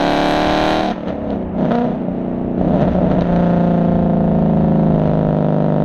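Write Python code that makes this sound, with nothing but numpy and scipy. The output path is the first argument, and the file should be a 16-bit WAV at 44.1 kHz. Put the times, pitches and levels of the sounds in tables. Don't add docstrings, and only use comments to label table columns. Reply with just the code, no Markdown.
import sys
import numpy as np
from scipy import signal
from scipy.fft import rfft, irfft, next_fast_len
from scipy.io import wavfile
from scipy.ndimage import uniform_filter1d, map_coordinates

SR = 44100
rng = np.random.default_rng(int(sys.argv[2]) if len(sys.argv) > 2 else 0)


def attenuation_scalar(level_db):
    decades = np.asarray(level_db, float) / 20
    return 10 ** decades


def master(y):
    cut = np.clip(np.atleast_2d(y).T, -1, 1)
    pcm = np.round(cut * 32767)
    wavfile.write(sys.argv[1], SR, pcm.astype(np.int16))


N = 257544
TIME = np.arange(N) / SR
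LIFT_S = .92

# (time [s], rate [Hz])
CYCLE_RATE = [(0, 35.948), (.8, 39.279), (1.3, 34.569), (1.4, 31.105), (1.5, 29.598), (1.6, 31.909),
              (1.7, 29.5), (1.82, 30.2), (1.9, 31.36), (2.0, 30.396), (2.5, 30.121), (2.8, 30.007),
              (3.05, 29.495), (3.2, 29.047), (3.5, 28.983), (4.75, 26.659), (5.1, 25.83), (5.84, 25.009)]
# (time [s], lead of the crank [ms])
CRANK_LEAD = [(3.2, 0), (3.28, -.7), (3.37, -.4), (3.45, 0), (3.61, 0), (3.75, .4), (3.97, 0), (4.33, 0),
              (4.5, .3), (4.75, .1), (4.9, .45), (5, .55), (5.057, .2), (5.135, -.9), (5.173, -.2), (5.21, .5),
              (5.25, .8), (5.3, .5), (5.36, 0)]
# (time [s], exhaust level [dB], gas flow as hiss level [dB])
LOAD = [(0, -18.5, -26.5), (.72, -19.5, -25.5), (.91, -19, -33.5), (.945, -27, -44.5), (1.05, -28, -56.5),
        (1.51, -27.5, -68), (1.58, -18, -51), (1.64, -13.5, -44.5), (1.8, -13, -42), (1.97, -21.5, -51),
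        (2.56, -19.5, -58), (2.6, -15, -50.5), (2.78, -13.5, -53), (3.42, -13, -41.5), (4.15, -14, -49.5),
        (4.92, -12.5, -47), (5.03, -14.5, -46.5), (5.84, -14.5, -46.5)]
# (peak time [s], exhaust change [dB], hiss change [dB], decay time [s])
SURGES = [(1.093, 9, 18, 0.048), (1.328, 10.5, 18, 0.1), (1.431, 2.5, 6, 0.028), (1.69, -5.5, -7, 0.027),
          (1.72, 1.5, 9, 0.055), (1.79, -3.5, -2, 0.028), (2.081, 1.5, -5, 0.086), (2.813, 0.5, 13.5, 0.12),
          (2.928, -4.5, 3, 0.036), (3.119, -1.5, 7, 0.02), (3.222, 1.5, 5, 0.017), (3.249, -6.5, 1, 0.032),
          (5.068, 0.5, 2.5, 0.053)]
# (start [s], blend [s], firing pattern [0-12], timing scatter [firing gaps],
# front steepness [0 soft - 1 shock-like])
RUNNING = [(-1, .1, 0, .006, 1), (.81, .005, 1, .01, .9), (.915, .015, 2, .016, .15),
           (1.07, .08, 3, .01, .2), (1.32, .05, 4, .01, .2), (1.52, .05, 5, .012, .3),
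           (1.69, .02, 6, .005, .8), (1.82, .07, 7, .008, .4), (1.95, .04, 8, .009, .1),
           (2.58, .04, 8.7, .1, .3), (3.2, .07, 9, .0012, .45), (3.5, 1.25, 11, .0018, .33),
           (4.84, .15, 11.9, .003, .65), (5.1, .15, 12, .001, .9)]

# (strength in tailpipe [dB], strength in muffler [dB], arrival lag [firing gaps])
FULL = [(-3, -0.6, .24), (4, 3, 0.16), (5, 5.5, .16), (1, -0.5, .28), (-8.5, -20, 0.068), (6.5, 6, .31),
        (-3, -1.24, .21), (2.5, 1.5, 0.12)]
EASE = [(-12, -12, .2)] * 8
CUT = [(-5.1, -4.9, .06), (-10.2, -7.1, -.22), (-4.6, -3.7, -.11), (-3.3, -3.3, .28), (-19.6, -36, .06),
       (-30, -17.3, -.02), (-1.2, -1.7, 0), (6.5, 6.6, -.05)]
COAST = [(-1, -2.5, .33), (-4, -3.5, 0.25), (-1.5, -2, 0.054), (1, 2, 0.19), (2, 1, 0.3), (-12, -15, 0.29),
         (-2, -2.5, 0.083), (1, 1, 0.0043)]
SAG = [(1.5, 0.5, -0.019), (-9.5, -4, 0.27), (1.5, 2, -0.12), (-0.5, 0.5, 0.28), (-1, -0.5, 0.29),
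       (-12.5, -10.5, 0.18), (-4.5, 0.5, -0.18), (-7.5, -5.5, 0.13)]
CATCH = [(-8.5, -18.5, -0.053), (-7.5, -10.5, 0.062), (1.6, -0.5, -0.072), (-1, -3.5, 0.16),
         (-14, -38, -0.055), (-2, -11.5, 0.13), (-2, -5, -0.13), (-16.5, -10.5, 0.12)]
BLIP = [(-1, -1.3, .17), (0, -.3, .16), (1.2, .9, .14), (3, 2.5, .17), (.5, .2, .2), (-.7, -1, .2),
        (-.5, -.8, .14), (-1, -1.3, .15)]
FADE = [(-3.5, -2, -0.059), (-0.5, 0.5, 0.15), (-7.5, -6.5, -0.028), (2.5, 0.5, 0.16), (3, 1.5, 0.24),
        (2, 1.5, 0.19), (1.5, 0.5, 0.2), (-8.5, -5, -0.22)]
LIGHT = [(0.5, -1, 0.044), (-18.5, -8.5, .07), (-22.5, -8.5, -0.0054), (-1, -3, .06), (2.5, 5, .17),
         (-17, -8, -0.34), (-2, -5.5, -.06), (-8.5, -3.5, 0.19)]
PULL = [(.6, .7, -.03), (-17.6, -16, -.16), (-3, -3.2, -.37), (-5.7, -5.1, -.03), (.3, .1, .05),
        (.4, -.7, .36), (-6.4, -8.3, -.35), (.5, -.2, -.3)]
DRONE = [(-3, -1, -0.12), (-10, -12, -0.27), (-1.5, -3, -0.42), (-8, -5.5, -.03), (-4, -2.5, .03),
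         (4.5, 3.5, .32), (-9.5, -12, -0.42), (1, 0.05, -.41)]
CRUISE = [(-2, -1.5, 0.084), (-10, -16, -0.48), (-3.5, -4.5, -.33), (-9, -4.5, -0.014), (-1.5, -0.5, 0.12),
          (3, 0.5, 0.35), (-13.5, -14.5, -.42), (-4, -6.5, -.52)]
BURBLE = [(2.5, 2.2, -.03), (-11.7, -10.9, -.26), (-5, -5.4, -.33), (-30, -16.3, -.06), (3.2, 2.9, .03),
          (-4.4, -7.6, .3), (-5, -6.6, -.48), (-7.2, -7.4, -.38)]

# (pressure peak time [s], strength [dB])
EASING = [(.8088, 7), (.8124, -3.5), (.8191, 1.6), (.8218, -.8), (.8247, -1), (.8284, -3), (.831, .8),
          (.8342, 6), (.8382, -3), (.8444, 1.6), (.8473, -.5), (.8504, .8), (.8542, -1), (.8568, -2.7),
          (.86, 3.2), (.864, -.8), (.8703, -2), (.8732, -3.7), (.8763, -1), (.8802, .2), (.886, 1.4),
          (.89, 0), (.8941, -4.8), (.9023, -.5), (.9062, .4), (.9121, 1.8), (.9163, .6), (.9205, -1)]
# (pressure peak time [s], strength [dB])
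BANGS = [(.9284, -5), (.9548, -3), (.9641, 4), (1.0349, 7.5), (1.0449, -3), (1.0624, 3), (1.073, 4),
         (1.0769, 2), (1.0836, 1), (1.0898, -1.5), (1.1055, 3), (1.1174, -4), (1.1275, 3), (1.1552, 3),
         (1.1826, 5), (1.2438, 4), (1.2474, 4), (1.2571, 3), (1.276, 4), (1.2823, -4), (1.301, 4.5),
         (1.3049, 4), (1.3257, -3), (1.3302, 4.5), (1.3447, -4), (1.3599, 4.5), (1.3646, -3), (1.4111, 4),
         (1.4273, 5.5), (1.4606, 5), (1.4942, 7), (1.6093, 2), (1.6535, 3), (1.6613, 0), (1.6857, 5),
         (1.7098, 4.5), (1.7139, 2), (1.7185, 6.5), (1.7232, -1), (1.7271, 1), (1.7312, -2), (1.7523, 5),
         (1.7818, 3), (1.7861, 6.5), (1.8151, 2), (1.8193, 4.5), (1.8438, 4), (1.852, 5.5), (1.8716, -3),
         (1.8844, 3), (1.9205, 2), (1.9485, 3), (1.9856, -4), (2.0846, 11.5), (2.1175, 6), (3.2549, 4)]
# (pressure peak time [s], strength [dB])
CRACKLE = [(2.6133, 8.4), (2.6472, 3), (2.6763, 1.5), (2.6803, 1.7), (2.686, 1.0), (2.6968, 1.4),
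           (2.7084, 4.6), (2.7217, 1.6), (2.7314, 1.0), (2.7359, 3.0), (2.7426, 4.8), (2.7474, 2.0),
           (2.7541, 0.0), (2.7591, 5.1), (2.7693, 2.6), (2.7766, 1.1), (2.7965, 1.3), (2.8055, 2.2),
           (2.8108, 3.8), (2.8154, 0.4), (2.8193, 4.1), (2.8242, 7.0), (2.8307, 4.4), (2.8386, 1.5),
           (2.8433, -0.2), (2.852, 0.9), (2.8758, 2.0), (2.8802, 4.5), (2.8861, 2.5), (2.9486, 2.9),
           (2.9536, 6.5), (2.9643, 2.8), (2.9816, 1.4), (2.987, 6.3), (3.0062, 2.0), (3.0159, 4.9),
           (3.0275, 0.3), (3.0322, 5.0), (3.0442, 5.2), (3.0491, 0.7), (3.0661, 1.8), (3.0705, -0.1),
           (3.0782, -0.1), (3.1012, 1.4), (3.1127, 6.0), (3.1172, 5.7), (3.1267, 2.3), (3.1332, 2.3),
           (3.1386, 0.1), (3.1475, 0.9), (3.1519, 2.6), (3.1633, 2.9), (3.1681, 1.0), (3.1807, 0.4),
           (3.1851, 5.0), (3.1909, 7), (3.2156, 1.3), (3.2207, 7.9)]
# (time [s], peak level [dB], treble
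# level [dB])
POPS = [(1.0814, -28.5, -42), (1.1076, -41, -36), (1.303, -35.5, -45), (1.72, -37.5, -33),
        (1.7528, -29.5, -45.5), (2.816, -29.5, -44.5), (2.932, -37, -26), (3.118, -55, -30),
        (3.2078, -25, -62), (3.2188, -36, -37.5), (3.3602, -31, -45), (4.995, -44.5, -25.5),
        (5.8374, -63, -35)]

# (frequency [Hz], width [Hz], level [dB])
TAILPIPE = [(547, 158, 6.9), (651, 972, 7.8), (999, 1500, 1)]
MUFFLER = [(239, 101, 6), (469, 149, -6.6)]
# (gain [ratio], delay [s])
ECHOES = [(-.21, .00356), (.1, .00621)]
# (frequency [Hz], level [dB])
BUMPER = [(110, -3.5), (180, 0.5), (240, 0.5), (320, -2), (430, -2.5), (560, -1.5), (720, 2.5), (950, 1),
          (1300, -5)]
# (frequency [Hz], level [dB])
TIPS = [(110, -2.5), (180, -.5), (250, 0.01), (330, -4), (450, -5), (560, -1), (700, 5.5), (850, 2),
        (1000, -2), (1300, -4)]
# (time [s], share [0-1])
RINGING = [(0, 0.045), (.7, 0.085), (.9, 0.21), (1.2, .1), (1.55, 0.091), (1.68, .3), (1.72, 0.75),
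           (1.9, 0.54), (2.0, .1), (2.55, .1), (2.7, .5), (3.1, 0.36), (3.4, 0.087), (4.3, .15),
           (4.9, 0.089), (5.84, 0.08)]

# (frequency [Hz], density [dB per Hz])
RASP = [(470, 2), (800, 7.5), (953, 1), (1170, 1), (1280, -6), (1430, 3), (1720, 2.5), (2140, -39),
        (2400, -39), (3120, -71), (5280, -120)]
SNAP = [(440, -21), (750, -1), (900, 3.5), (977, 9.5), (1070, -1), (1200, -0.5), (1300, 7), (1400, 5),
        (1830, -7), (2300, -31), (3500, -44), (4550, -83), (7700, -120)]
# (frequency [Hz], density [dB per Hz])
JET = [(1060, -26), (1800, 2.5), (2150, -6.5), (2330, -2), (2790, -6.5), (3230, -2.5), (3500, -6.5),
       (3920, -1.5), (4310, -10), (4770, -16), (6480, -19), (8420, -71.5), (14300, -120)]
DRAUGHT = [(1100, -30), (1800, -7), (2300, -14.5), (2700, -14), (3750, -16.5), (4570, -26.5), (5230, -33),
           (6500, -31), (6900, -50.5), (9000, -93)]
# (frequency [Hz], density [dB per Hz])
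AIR = [(6300, -73), (6900, -3.5), (8000, 2), (9500, -6.5), (11300, -1), (12600, -7.5), (14000, -27.5),
       (15600, -6), (16500, -74)]
# (frequency [Hz], density [dB per Hz])
BUFFET = [(8.8, -37.5), (15, -8), (32, -2), (59, -5), (81, 1), (113, -14), (135, -5), (180, -23),
          (300, -120)]
ROAD = [(59, -36.5), (100, -13), (135, -33), (182, -25.5), (210, -6), (370, -7.5), (664, -2.5),
        (1080, -15.5), (3000, -32), (3900, -81.5), (6600, -120)]

# (time [s], level [dB])
WIND = [(0, -35), (.9, -38), (1.46, -31), (1.75, -38), (2.5, -35), (2.62, -27.5), (3.1, -25), (3.3, -34),
        (5.0, -27.5), (5.7, -39), (5.84, -34)]
# (peak time [s], rise over the wind [dB], width [s])
GUSTS = [(.16, 3, 0.16), (.49, 7, 0.081), (.67, 10.5, 0.063), (2.47, 5, 0.0252), (3.16, 5.5, 0.065),
         (3.36, 10, 0.085), (3.58, 8.5, 0.063), (4.0, 7, 0.089), (4.319, 5, 0.16), (4.791, -2, 0.029),
         (4.94, 5, 0.026), (5.119, 1.5, 0.032), (5.29, 7.5, 0.032)]
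# (time [s], level [dB])
ROLLING = [
    (0, -38),
    (.9, -34),
    (1.1, -35),
    (2.6, -36),
    (3.2, -32),
    (3.5, -37),
    (5.84, -38),
]


def exhaust():
    front_full_s, front_part_s = .0009, .0012
    shock_full, shock_part, shock_steep = 1.1, .85, .8
    calm_timing = .004
    jet_lead = 20
    body_db, snap_db, jet_db, air_db = load()
    fired = np.array(firings())
    t, ring_db, boom_db = fired
    open_throttle = t < LIFT_S

    body = pipework(*fired[:, open_throttle], heat=1.14) + pipework(*fired[:, ~open_throttle], heat=0.95)
    ringing = np.clip(curves(RINGING)[0], 0, 1)
    body = (1 - ringing) * coloured(body, BUMPER) + ringing * coloured(body, TIPS)

    front = t + np.where(open_throttle, front_full_s, front_part_s)
    grows = np.where(open_throttle, shock_full, shock_part + shock_steep * running(t)[2])
    shock = pulses(front, attenuation_scalar(grows * np.maximum(ring_db, boom_db)))
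    puff = np.abs(signal.fftconvolve(shock, attenuation_scalar(-60 * TIME[:900] / .014))[:N])
    _, timing, steep = running()
    calm = np.clip(1 - timing / calm_timing, 0, 1)
    gate = 2 - 1.4 * steep + 1.6 * calm + steady(puff)

    def hiss(spectrum):
        return steady(coloured(gate * rng.standard_normal(N), spectrum))

    def edge(spectrum, noise):
        return steady(causal(shock, spectrum)) * np.sqrt(1 - noise ** 2) + noise * hiss(spectrum)

    full_load = TIME < LIFT_S
    snap = np.where(full_load, edge(RASP, .15), edge(SNAP, .45 - .4 * steep - .1 * calm))
    full_jet = edge(JET, .48)
    part_jet = np.roll(edge(DRAUGHT, .98 - .22 * steep - .06 * calm), -jet_lead)
    jet = np.where(full_load, full_jet, part_jet)

    snap_db = snap_db + np.where(full_load, 0, 5 * (steep - .45))
    jet_db = np.maximum(jet_db, -62)
    air_db = air_db + 1.5 * wobble(14)
    return attenuation_scalar(body_db) * steady(body) + attenuation_scalar(snap_db) * snap + attenuation_scalar(jet_db) * jet + attenuation_scalar(air_db) * hiss(AIR)


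def firings():
    start_cycle = -.141
    scatter_db, scatter_max_db = 9.5, 3
    misfire_db = -2.5
    bang_muffler_db, crackle_muffler_db = -.2, -.3
    hot_lead_s, lead_s = .0009, .0013

    gaps = 8 * (start_cycle + np.cumsum(curves(CYCLE_RATE)[0]) / SR)
    k = np.arange(int(gaps[0]), int(gaps[-1]) + 2)
    state, timing, _ = running(np.interp(k, gaps, TIME))
    patterns = np.transpose([FULL, EASE, CUT, COAST, SAG, CATCH, BLIP, FADE, LIGHT, PULL, DRONE, CRUISE, BURBLE])
    ring_db, boom_db, lag = [map_coordinates(column, [k % 8, state], order=1) for column in patterns]

    size_db = np.minimum(scatter_db * np.sqrt(timing), scatter_max_db)
    luck = rng.standard_normal((len(k), 3))
    ceiling = np.where(timing > .05, misfire_db, 20)
    ring_db = np.minimum(ring_db + size_db * luck[:, 0], ceiling)
    boom_db = np.minimum(boom_db + size_db * (.93 * luck[:, 0] + .3 * luck[:, 1]), ceiling)
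    t = np.interp(k + lag + timing * luck[:, 2], gaps, TIME)
    t = t - curves(CRANK_LEAD, t)[0] / 1000

    s, db = np.transpose(EASING + BANGS + CRACKLE)
    share_db = np.repeat([bang_muffler_db, crackle_muffler_db], [len(EASING + BANGS), len(CRACKLE)])
    s = s - np.where(s < LIFT_S + hot_lead_s, hot_lead_s, lead_s)
    near = np.abs(t[:, None] - s).argmin(axis=0)
    hard = s, db, db + share_db
    return [np.append(np.delete(usual, near), extra) for usual, extra in zip((t, ring_db, boom_db), hard)]


def running(at=TIME):
    ends = [(s + blend, *state) for s, blend, *state in RUNNING]
    starts = [(new[0], *old[2:]) for old, new in zip(RUNNING, RUNNING[1:])]
    return curves(sorted(ends + starts), at)


def load():
    full_db, part_db = -27.5, -14.5
    body_db, jet_db = curves(LOAD)
    for s, more_db, hiss_db, decay_s in SURGES:
        shape = np.exp(-np.abs(TIME - s) / decay_s)
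        body_db = body_db + more_db * shape
        jet_db = jet_db + hiss_db * shape
    under = jet_db - full_db
    rasp_db = -22 + 1.3 * under
    part_snap_db = jet_db + 7 + 0.41 * (body_db - part_db)
    snap_db = np.where(TIME < LIFT_S, rasp_db, part_snap_db)
    air_db = np.maximum(-55.5 + 1.4 * under, -73 + .4 * under)
    return body_db, snap_db, jet_db, air_db


def pipework(t, ring_db, boom_db, heat):
    ring = duct(TAILPIPE, chamber_hz=230.5, width_hz=89)
    boom = duct(MUFFLER, chamber_hz=470, width_hz=1270)

    def outlet(f):
        ends = 1 + sum(g * np.exp(-2j * np.pi * f / heat * s) for g, s in ECHOES)
        return ends / (1 + (118 / (f + 1)) ** 7) / (1 + (f / heat / 1150) ** 4)

    tailpipe = filtered(pulses(t, attenuation_scalar(ring_db - 7.4)), lambda f: ring(f / heat) * outlet(f))
    muffler = filtered(pulses(t, attenuation_scalar(boom_db - 4.3)), lambda f: boom(f / heat) * outlet(f))
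    return tailpipe + muffler


def duct(modes, chamber_hz, width_hz):
    def pole(f, centre, width):
        return centre * centre - f * f + 1j * f * width

    def response(f):
        pipe = sum((-1) ** k * attenuation_scalar(db) * 1j * f * w / pole(f, c, w) for k, (c, w, db) in enumerate(modes))
        return pipe * chamber_hz ** 2 / pole(f, chamber_hz, width_hz)

    return response


def pops():
    low, top = np.zeros(N + 900), np.zeros(N + 900)
    t = TIME[:900]
    for s, db, top_db in POPS:
        at = min(round((s + .002) * SR), N - 60)
        burst = attenuation_scalar(db - 60 * t / .004) * rng.standard_normal(900)
        low[at:][:900] += burst
        top[at:][:900] += burst * attenuation_scalar(top_db)
    return attenuation_scalar(18.0) * coloured(low[:N], JET) + attenuation_scalar(9.5) * coloured(top[:N], AIR)


def wind():
    buffet = unit(attenuation_scalar(0.44 * wobble(11)) * coloured(rng.standard_normal(N), BUFFET))
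    road = unit(coloured(rng.standard_normal(N), ROAD))
    gust_db = sum(db * np.exp(-((TIME - s) / width) ** 2) for s, db, width in GUSTS)
    buffet_db = curves(WIND)[0] + gust_db
    road_db = curves(ROLLING)[0] + 0.86 * wobble(0.43)
    return attenuation_scalar(buffet_db) * buffet + attenuation_scalar(road_db) * road


def unit(x):
    return x / np.sqrt(np.mean(x ** 2) + 1e-20)


def steady(x):
    power = uniform_filter1d(uniform_filter1d(x ** 2, size=3000), size=3000)
    return x / np.sqrt(np.abs(power) + 1e-20)


def curves(rows, at=TIME):
    s, *cols = np.transpose(rows)
    return [np.interp(at, s, c) for c in cols]


def pulses(times, sizes):
    at = np.clip(times * SR, 0, N)
    i = at.astype(int)
    early = np.bincount(i, sizes * (1 + i - at), N + 2)
    late = np.bincount(i + 1, sizes * (at - i), N + 2)
    return (early + late)[:N]


def wobble(rate):
    return map_coordinates(rng.standard_normal(int(N * rate / SR) + 4), [TIME * rate])


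def filtered(x, response):
    m = next_fast_len(N + 8192)
    return irfft(rfft(x, m) * response(np.fft.rfftfreq(m, 1 / SR)), m)[:N]


def coloured(x, spectrum):
    f, db = np.transpose(spectrum)
    return filtered(x, lambda hz: attenuation_scalar(np.interp(np.log(hz + 1), np.log(f + 1), db)))


def causal(x, spectrum):
    f, db = np.transpose(spectrum)
    db = np.interp(np.log(np.fft.rfftfreq(4096, 1 / SR) + 1), np.log(f + 1), db)
    cepstrum = irfft(np.log(attenuation_scalar(db) + 1e-3))
    cepstrum[1:2048] *= 2
    cepstrum[2049:] = 0
    ring = irfft(np.exp(rfft(cepstrum)))[:2048]
    crest = np.argmax(np.diff(ring) < 0)
    return signal.fftconvolve(x, ring)[crest:][:N]


def scene():
    return (exhaust() + pops() + wind())[None]


def roll_off(x):
    return signal.sosfilt(signal.butter(12, 15830, fs=SR, output="sos"), x)


def record(dry):
    mix = dry / (1 + np.abs(dry / .95) ** 6) ** (1 / 6)
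    return roll_off(mix)


dry = scene()
out = record(dry)
master(out)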